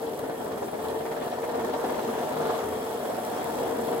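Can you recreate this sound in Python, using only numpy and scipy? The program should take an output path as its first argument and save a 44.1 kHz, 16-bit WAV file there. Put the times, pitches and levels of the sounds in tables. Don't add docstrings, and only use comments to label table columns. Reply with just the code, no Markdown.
import sys
import numpy as np
from scipy import signal
from scipy.fft import rfft, irfft
from scipy.io import wavfile
from scipy.ndimage import uniform_filter1d

SR = 44100
rng = np.random.default_rng(int(sys.argv[2]) if len(sys.argv) > 2 else 0)


def digitize_waveform(pressure):
    field = np.atleast_2d(pressure).T
    bounded = np.clip(field, -1, 1)
    quanta = np.round(bounded * 32767).astype(np.int16)
    wavfile.write(sys.argv[1], SR, quanta)


N = 176400
TIME = np.arange(N) / SR

# time in seconds, chain links per second.
PEDAL_SPEED = [(0, 50.41), (.333, 48.78), (.667, 49.6), (1, 50.55), (1.333, 49.88), (1.667, 54.35),
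               (2, 54.93), (2.333, 60.78), (2.667, 59.93), (3, 57.66), (3.333, 61.68), (3.667, 64.46),
               (4, 62.0)]
# time in seconds, low rumble in dB, whirr in dB.
TYRE_LEVEL = [(0, -34, -38), (.5, -33, -38), (1, -33.5, -36.5), (1.2, -34, -35), (1.4, -32.5, -34.5),
              (1.6, -32, -34), (1.8, -31, -32.5), (2.2, -31.5, -33), (2.5, -31.5, -31), (2.8, -32.5, -35.5),
              (3.1, -33, -35), (3.4, -32.5, -33), (3.7, -29.5, -33.5), (4, -31.5, -34.5)]
# frequency in Hz, relative level in dB.
TYRE_COLOUR = [(30, -26), (55, -14.5), (80, -17), (105, -8), (150, -5), (195, -7.5), (250, 1.5), (340, 1),
               (530, 5), (720, 3), (950, -1), (1300, -6), (1800, -12), (2600, -20), (3400, -15.5),
               (4500, -24), (7000, -24.5), (14000, -130)]
# frequency in Hz, usual depth in dB.
THROB_DEPTH = [(100, .3), (300, .6), (700, 1.1), (1500, 1.5), (4000, 1.1)]
# frequency in Hz, delay in seconds.
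THROB_DELAY = [(500, 0), (1100, .005), (3500, .008)]
# time in seconds, share of the usual depth.
THROB_AMOUNT = [(0, .8), (1.25, 1.35), (1.8, 1.3), (2.3, .75), (4, .65)]
# time in seconds, boost in dB.
KNOCKS = [(.235, 2), (.295, 2), (.455, 2.5), (.622, 4.5), (.732, 3), (.938, 1.5), (1.055, 1.5),
          (1.159, 2.5), (1.266, 2.5), (1.578, 1), (1.642, 2), (1.736, 4.5), (1.817, 3), (1.914, 1.5),
          (1.985, 3), (2.076, 2.5), (2.399, 2.5), (2.497, 3), (3.761, 1), (3.886, 1), (3.931, 3),
          (3.974, 2.5)]
# time in seconds, level change in dB.
LULLS = [(.16, -3.5), (.355, -3.5), (.597, -2.5), (.668, -1.5), (.708, -3), (.78, -2), (1.3, -3),
         (1.405, -1.5), (1.71, -0.5), (2.112, -0.5), (3.08, -0.5), (3.85, -2.5)]
# frequency in Hz, share of their depth.
LUMP_REACH = [(100, .2), (250, 1), (800, 1), (2000, .3)]
# frequency in Hz, left-right correlation.
LIKENESS = [(60, 1), (150, 0.94), (280, 0.88), (550, 0.38), (1100, 0.55), (2200, 0.081), (5000, 0.023)]
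# pitch in Hz, width in Hz, dB against the tyre level.
DRUM_RINGS = [(86, 5.3, -30.5), (157, 13.4, -23), (228, 9.1, -16), (256, 15, -13), (309.4, 15, -15.5),
              (403.1, 12.5, -11), (457.9, 14.8, -6.5), (563.4, 26, -13.5), (617.6, 8.1, -8), (719, 6.9, -9),
              (739.2, 17, -10), (870.3, 11.4, -12), (917, 8.3, -15), (957.3, 23, -12.5), (1145, 95, -41),
              (1180.5, 16, -20)]
# pitch in Hz, width in Hz, base level in dB, left minus right in dB.
STEEL_RINGS = [(1720, 16, -59.5, 1), (1812, 14, -57, 1), (1897, 22, -62.5, 3), (2040, 60, -66, 4),
               (2420, 26, -66, 1), (3245, 11, -62.5, 0), (3385, 50, -65.5, 0), (5240, 60, -71.5, -7),
               (5420, 80, -71, -7)]
# time in seconds, gain of the low rings in dB, gain of the high rings in dB.
STEEL_SWELL = [(0, -7, -4), (.5, -3, -3), (.9, 1.5, -2), (1.4, 1, -2), (2.3, 0, 1), (2.9, 1, 3.5),
               (3.5, -1, 2.5), (4, -2.5, 1)]
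# time in seconds, pitch in Hz, base level in dB.
DRUM_HUM = [(0, 448.6, -42), (.5, 442.3, -46.5), (.7, 437, -58), (.82, 438, -37.5), (1, 442.7, -40),
            (1.3, 464.7, -49.5), (1.5, 467, -38.5), (1.8, 469, -41), (2.2, 448, -42.5), (2.5, 459.4, -37.5),
            (2.75, 440.4, -41), (3, 451.6, -41), (3.3, 458.6, -54), (3.6, 467.6, -41.5), (4, 464.5, -34.5)]
# time in seconds, gain in dB.
CHAIN_LEVEL = [(0, -49.5), (.7, -49.5), (1.4, -50), (2.2, -47.5), (3, -47), (3.6, -46.5), (4, -45.5)]
# centre in Hz, width in Hz, relative level in dB.
CHAIN_RINGS = [(4400, 5400, -6), (8400, 1200, -7.5), (9600, 500, -9.5), (10600, 450, -9),
               (11700, 1400, -7.5), (12400, 7800, -1)]
# time in seconds, relative strength in dB.
CHAIN_CLICKS = [(0.192, 21), (.5776, 18), (2.1001, 13), (2.1355, 14), (2.2935, 19), (2.455, 15),
                (2.4705, 18), (2.579, 17), (2.6055, 13), (2.6868, 14), (2.7375, 16), (3.2496, 21),
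                (3.431, 17), (3.4426, 24), (3.5977, 13), (3.692, 13)]
# start in seconds, level in dB, centre in Hz.
CLATTERS = [(0.063, -52, 3600), (.885, -52, 3400), (.99, -54, 3570), (1.0546, -47, 1770),
            (1.114, -47.5, 1747), (1.2121, -48, 1800), (1.316, -52, 3580), (1.4329, -47, 1900),
            (1.735, -48.5, 3205), (2.024, -50, 3313), (2.078, -54, 3360), (2.452, -51, 3350),
            (2.6055, -50, 2020), (3.597, -53, 3500)]
# fade-in midpoint and fade-out midpoint in seconds, pitch in Hz,
# level in dB when fully open.
FLOOR_DRONES = [(0.817, 1.074, 83, -57.5), (2.325, 2.57, 155.5, -46.5), (3.8, 2, 87, -69),
                (2.583, 2.85, 86.9, -53), (2.9, 2.81, 180, -50)]

DRUM, WHEEL, PEDAL_STROKE = (.369, .49), (.058, .58), (.052, .27)
RUMBLE_HZ, WHIRR_HZ, STEEL_SPLIT_HZ = 382, 895, 2800
WHEEL_SWING_DB, SHARED_FLUTTER_DB, BAND_FLUTTER_DB = .55, -.26, 1.5
TYRE_TRIM_DB, TYRE_PAN_DB, TYRE_LAG_S = -.5, .47, .00011
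TICK_JITTER_S, TICK_DECAY_S, CLICK_DECAY_S, CHAIN_LAG_S = .0007, .0018, .0012, .00026
TICK_DB, TICK_SPREAD_DB, STROKE_SWING_DB = -2.5, 2.5, 1.5
RATTLE_DB, RATTLE_GRAIN_DB = 6, 2.5
CHAIN_WANDER_DB, CHAIN_ROOM_DB, CHAIN_TRIM_DB = .7, -8, -2


def tyres(links, ring_throb_db=.8):
    rumble_db, whirr_db = in_time(TYRE_LEVEL)
    sway_db = WHEEL_SWING_DB * np.cos(angle(links, WHEEL)) + SHARED_FLUTTER_DB * drift(18)
    white = rng.standard_normal((2, 2, N))
    edges = 22 * 2 ** (np.arange(29) / 3)
    throb, rough, lump_db = drum_throb(links), tread_grit(), knocks_and_lulls()
    rolling = 0
    for k, (low, high) in enumerate(zip(edges, edges[1:])):
        hz = np.sqrt(low * high)
        share = whirr_share(hz)
        late_throb = np.interp(TIME - at_hz(THROB_DELAY, hz), TIME, throb)
        db = rumble_db + share * (whirr_db - rumble_db) + at_hz(TYRE_COLOUR, hz)
        db += at_hz(THROB_DEPTH, hz) * late_throb + at_hz(LUMP_REACH, hz) * lump_db
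        db += sway_db + BAND_FLUTTER_DB * drift(9.5)
        noise = spread(band(white[k % 2], low, high), at_hz(LIKENESS, hz))
        rolling += from_db(db) * rough ** share * noise
    out = rms_one(rolling) * from_db(TYRE_TRIM_DB + np.mean(rumble_db))
    push = rng.standard_normal((2, N)) * rough
    pulsing = from_db(ring_throb_db * throb + sway_db)
    out += drum_rings(push, rumble_db, whirr_db) * pulsing * from_db(lump_db)
    out += steel_rings(push) * pulsing
    return lag_left(out, TYRE_LAG_S) * pan(TYRE_PAN_DB)


def drum_throb(links, lead_turns=.23, rise_turns=.1, decay_turns=.45, spread_db=.8):
    turns = links * DRUM[0] - DRUM[1] + lead_turns + 1
    within = turns % 1
    strength = from_db(spread_db * rng.standard_normal(int(turns[-1]) + 1))[turns.astype(int)]
    bump = strength * np.minimum(within / rise_turns, 1) * np.exp(-within / decay_turns)
    return rms_one(bump - bump.mean()) * in_time(THROB_AMOUNT)[0]


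def tread_grit(per_s=260, decay_s=.005, grit_db=-9):
    when, strength = rng.random((int(per_s * N / SR), 2)).T
    contacts = bursts(when * N / SR, strength, decay_s)
    return rms_one(np.sqrt(1 + from_db(grit_db) ** 2 * contacts / contacts.mean()))


def knocks_and_lulls(rise_s=.009, lull_s=.017):
    out = np.zeros(N)
    for s, db in KNOCKS:
        age = np.maximum(TIME - s + rise_s / 2, 0) / rise_s
        out += db * age * np.exp(1 - age)
    for s, db in LULLS:
        out += db * np.exp(-((TIME - s) / lull_s) ** 2)
    return out


def drum_rings(push, rumble_db, whirr_db):
    out = 0
    for hz, width, db in DRUM_RINGS:
        tyre_db = rumble_db + whirr_share(hz) * (whirr_db - rumble_db)
        out += from_db(db + tyre_db) * resonate(push, hz, width)
    return even_out(waver(out))


def steel_rings(push):
    low_db, high_db = in_time(STEEL_SWELL)
    out = 0
    for hz, width, db, pan_db in STEEL_RINGS:
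        swell_db = low_db if hz < STEEL_SPLIT_HZ else high_db
        out += from_db(db + swell_db) * pan(pan_db / 2) * resonate(push, hz, width)
    return out


def drum_hum(waver_hz=7.037, flutter_db=2.5, pan_db=2):
    hz, db = in_time(DRUM_HUM)
    phase = 2 * np.pi * np.cumsum(hz + waver_hz * drift(14.28)) / SR
    gain = from_db(db + knocks_and_lulls() + flutter_db * drift(16))
    return gain * np.sqrt(2) * np.sin(phase) * pan(pan_db)


def chain(links, seat_phase=.72):
    seats = np.arange(int(links[-1])) + seat_phase
    jitter, accent = rng.standard_normal((len(seats), 2)).T
    tick_s = np.interp(seats, links, TIME) + TICK_JITTER_S * jitter
    stroke_db = STROKE_SWING_DB * np.cos(angle(seats, PEDAL_STROKE))
    ticks = bursts(tick_s, from_db(TICK_SPREAD_DB * np.clip(accent, -2, 2) + stroke_db), TICK_DECAY_S)
    click_s, click_db = np.transpose(CHAIN_CLICKS)
    clicks = bursts(click_s, from_db(click_db), CLICK_DECAY_S)
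    rattle = from_db(RATTLE_DB) * rms_one(from_db(RATTLE_GRAIN_DB * drift(400)))
    force = np.sqrt(from_db(TICK_DB) ** 2 * ticks / ticks.mean() + clicks + rattle ** 2)
    level_db = in_time(CHAIN_LEVEL)[0] + CHAIN_TRIM_DB + CHAIN_WANDER_DB * drift(7.6)
    out = 0
    for hz, width, db in CHAIN_RINGS:
        contact = force * rng.standard_normal(N)
        room = from_db(CHAIN_ROOM_DB) * rng.standard_normal((2, N))
        out += from_db(db) * rms_one(band(contact + room, hz - width / 2, hz + width / 2))
    return lag_left(from_db(level_db) * out, CHAIN_LAG_S)


def metal_clatter(decay_s=.018, band_ratio=1.25, ring_db=-4):
    contacts = np.zeros((2, N))
    for s, db, hz in CLATTERS:
        chatter = rms_one(band(rng.standard_normal((2, N)), hz / band_ratio, hz * band_ratio))
        envelope = np.sqrt(bursts(np.array([s]), from_db([db]), decay_s))
        contacts += spread(chatter, alike=.3) * envelope
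    ringing = sum(band(contacts, hz - width, hz + width, order=1) for hz, width, _, _ in STEEL_RINGS)
    return contacts + from_db(ring_db) * ringing


def floor_drones(fade_s=.11):
    out = np.zeros(N)
    for start, end, hz, db in FLOOR_DRONES:
        swell = np.clip(np.minimum(TIME - start, end - TIME) / fade_s + .5, 0, 1)
        phase = 2 * np.pi * hz * TIME + .39 * drift(1.93)
        out += from_db(db) * swell * np.sqrt(2) * np.sin(phase)
    return out


def resonate(push, hz, width, least_alike=.067):
    ring = band(push, hz - width / 2, hz + width / 2, order=1)
    ring = spread(ring, max(least_alike, at_hz(LIKENESS, hz)))
    return rms_one(band(ring, hz - 4 * width, hz + 4 * width, order=1))


def waver(x, depth=.003, rate_hz=5):
    moved = TIME + np.cumsum(depth * drift(rate_hz)) / SR
    return np.array([np.interp(moved, TIME, side) for side in x])


def even_out(x, amount=.6):
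    power = np.mean(x, axis=0) ** 2
    short, long = (uniform_filter1d(uniform_filter1d(power, size), size) + 1e-12
                   for size in (SR // 30, SR // 3))
    return x * (long / short) ** (amount / 2)


def bursts(times, gains, decay_s):
    hits = np.zeros(N)
    np.add.at(hits, np.clip((times * SR).astype(int), 0, N - 1), gains ** 2)
    return signal.lfilter([1], [1, -np.exp(-2 / (decay_s * SR))], hits + 1e-18)


def whirr_share(hz):
    return at_hz([(RUMBLE_HZ, 0), (WHIRR_HZ, 1)], hz)


def angle(links, part):
    return 2 * np.pi * (links * part[0] - part[1])


def drift(rate_hz):
    pole = np.exp(-40 * np.pi * rate_hz / SR)
    noise = rng.standard_normal(N // 20 + 2002)
    slow = signal.lfilter([1], [1, -2 * pole, pole * pole], noise)[2000:]
    return np.interp(np.arange(N) / 20, np.arange(len(slow)), rms_one(slow))


def band(x, low, high, order=2):
    edges = [max(low, 10), min(high, .48 * SR)]
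    return signal.sosfilt(signal.butter(order, edges, "band", fs=SR, output="sos"), x)


def spread(pair, alike):
    alike = np.clip(alike, 0, 1)
    return np.sqrt(1 + alike) * pair[0] + np.sqrt(1 - alike) * pair[1] * np.array([[1], [-1]])


def pan(db):
    return from_db([[db], [-db]])


def lag_left(x, seconds):
    hz = np.arange(N // 2 + 1) * SR / N
    return np.array([irfft(rfft(x[0]) * np.exp(-2j * np.pi * hz * seconds), N), x[1]])


def in_time(rows):
    s, *columns = np.transpose(rows)
    return [np.interp(TIME, s, c) for c in columns]


def at_hz(points, hz):
    freqs, values = np.transpose(points)
    return np.interp(np.log(hz), np.log(freqs), values)


def from_db(db):
    return 10 ** (np.asarray(db) / 20)


def rms_one(x):
    return x / np.sqrt(np.mean(x ** 2) + 1e-20)


def scene():
    links = np.cumsum(in_time(PEDAL_SPEED)[0]) / SR
    return tyres(links) + drum_hum() + floor_drones() + chain(links) + metal_clatter()


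def record(dry, cutoff_hz=15900):
    return signal.sosfilt(signal.ellip(12, .1, 90, cutoff_hz, fs=SR, output="sos"), dry)


dry = scene()
out = record(dry)
digitize_waveform(out)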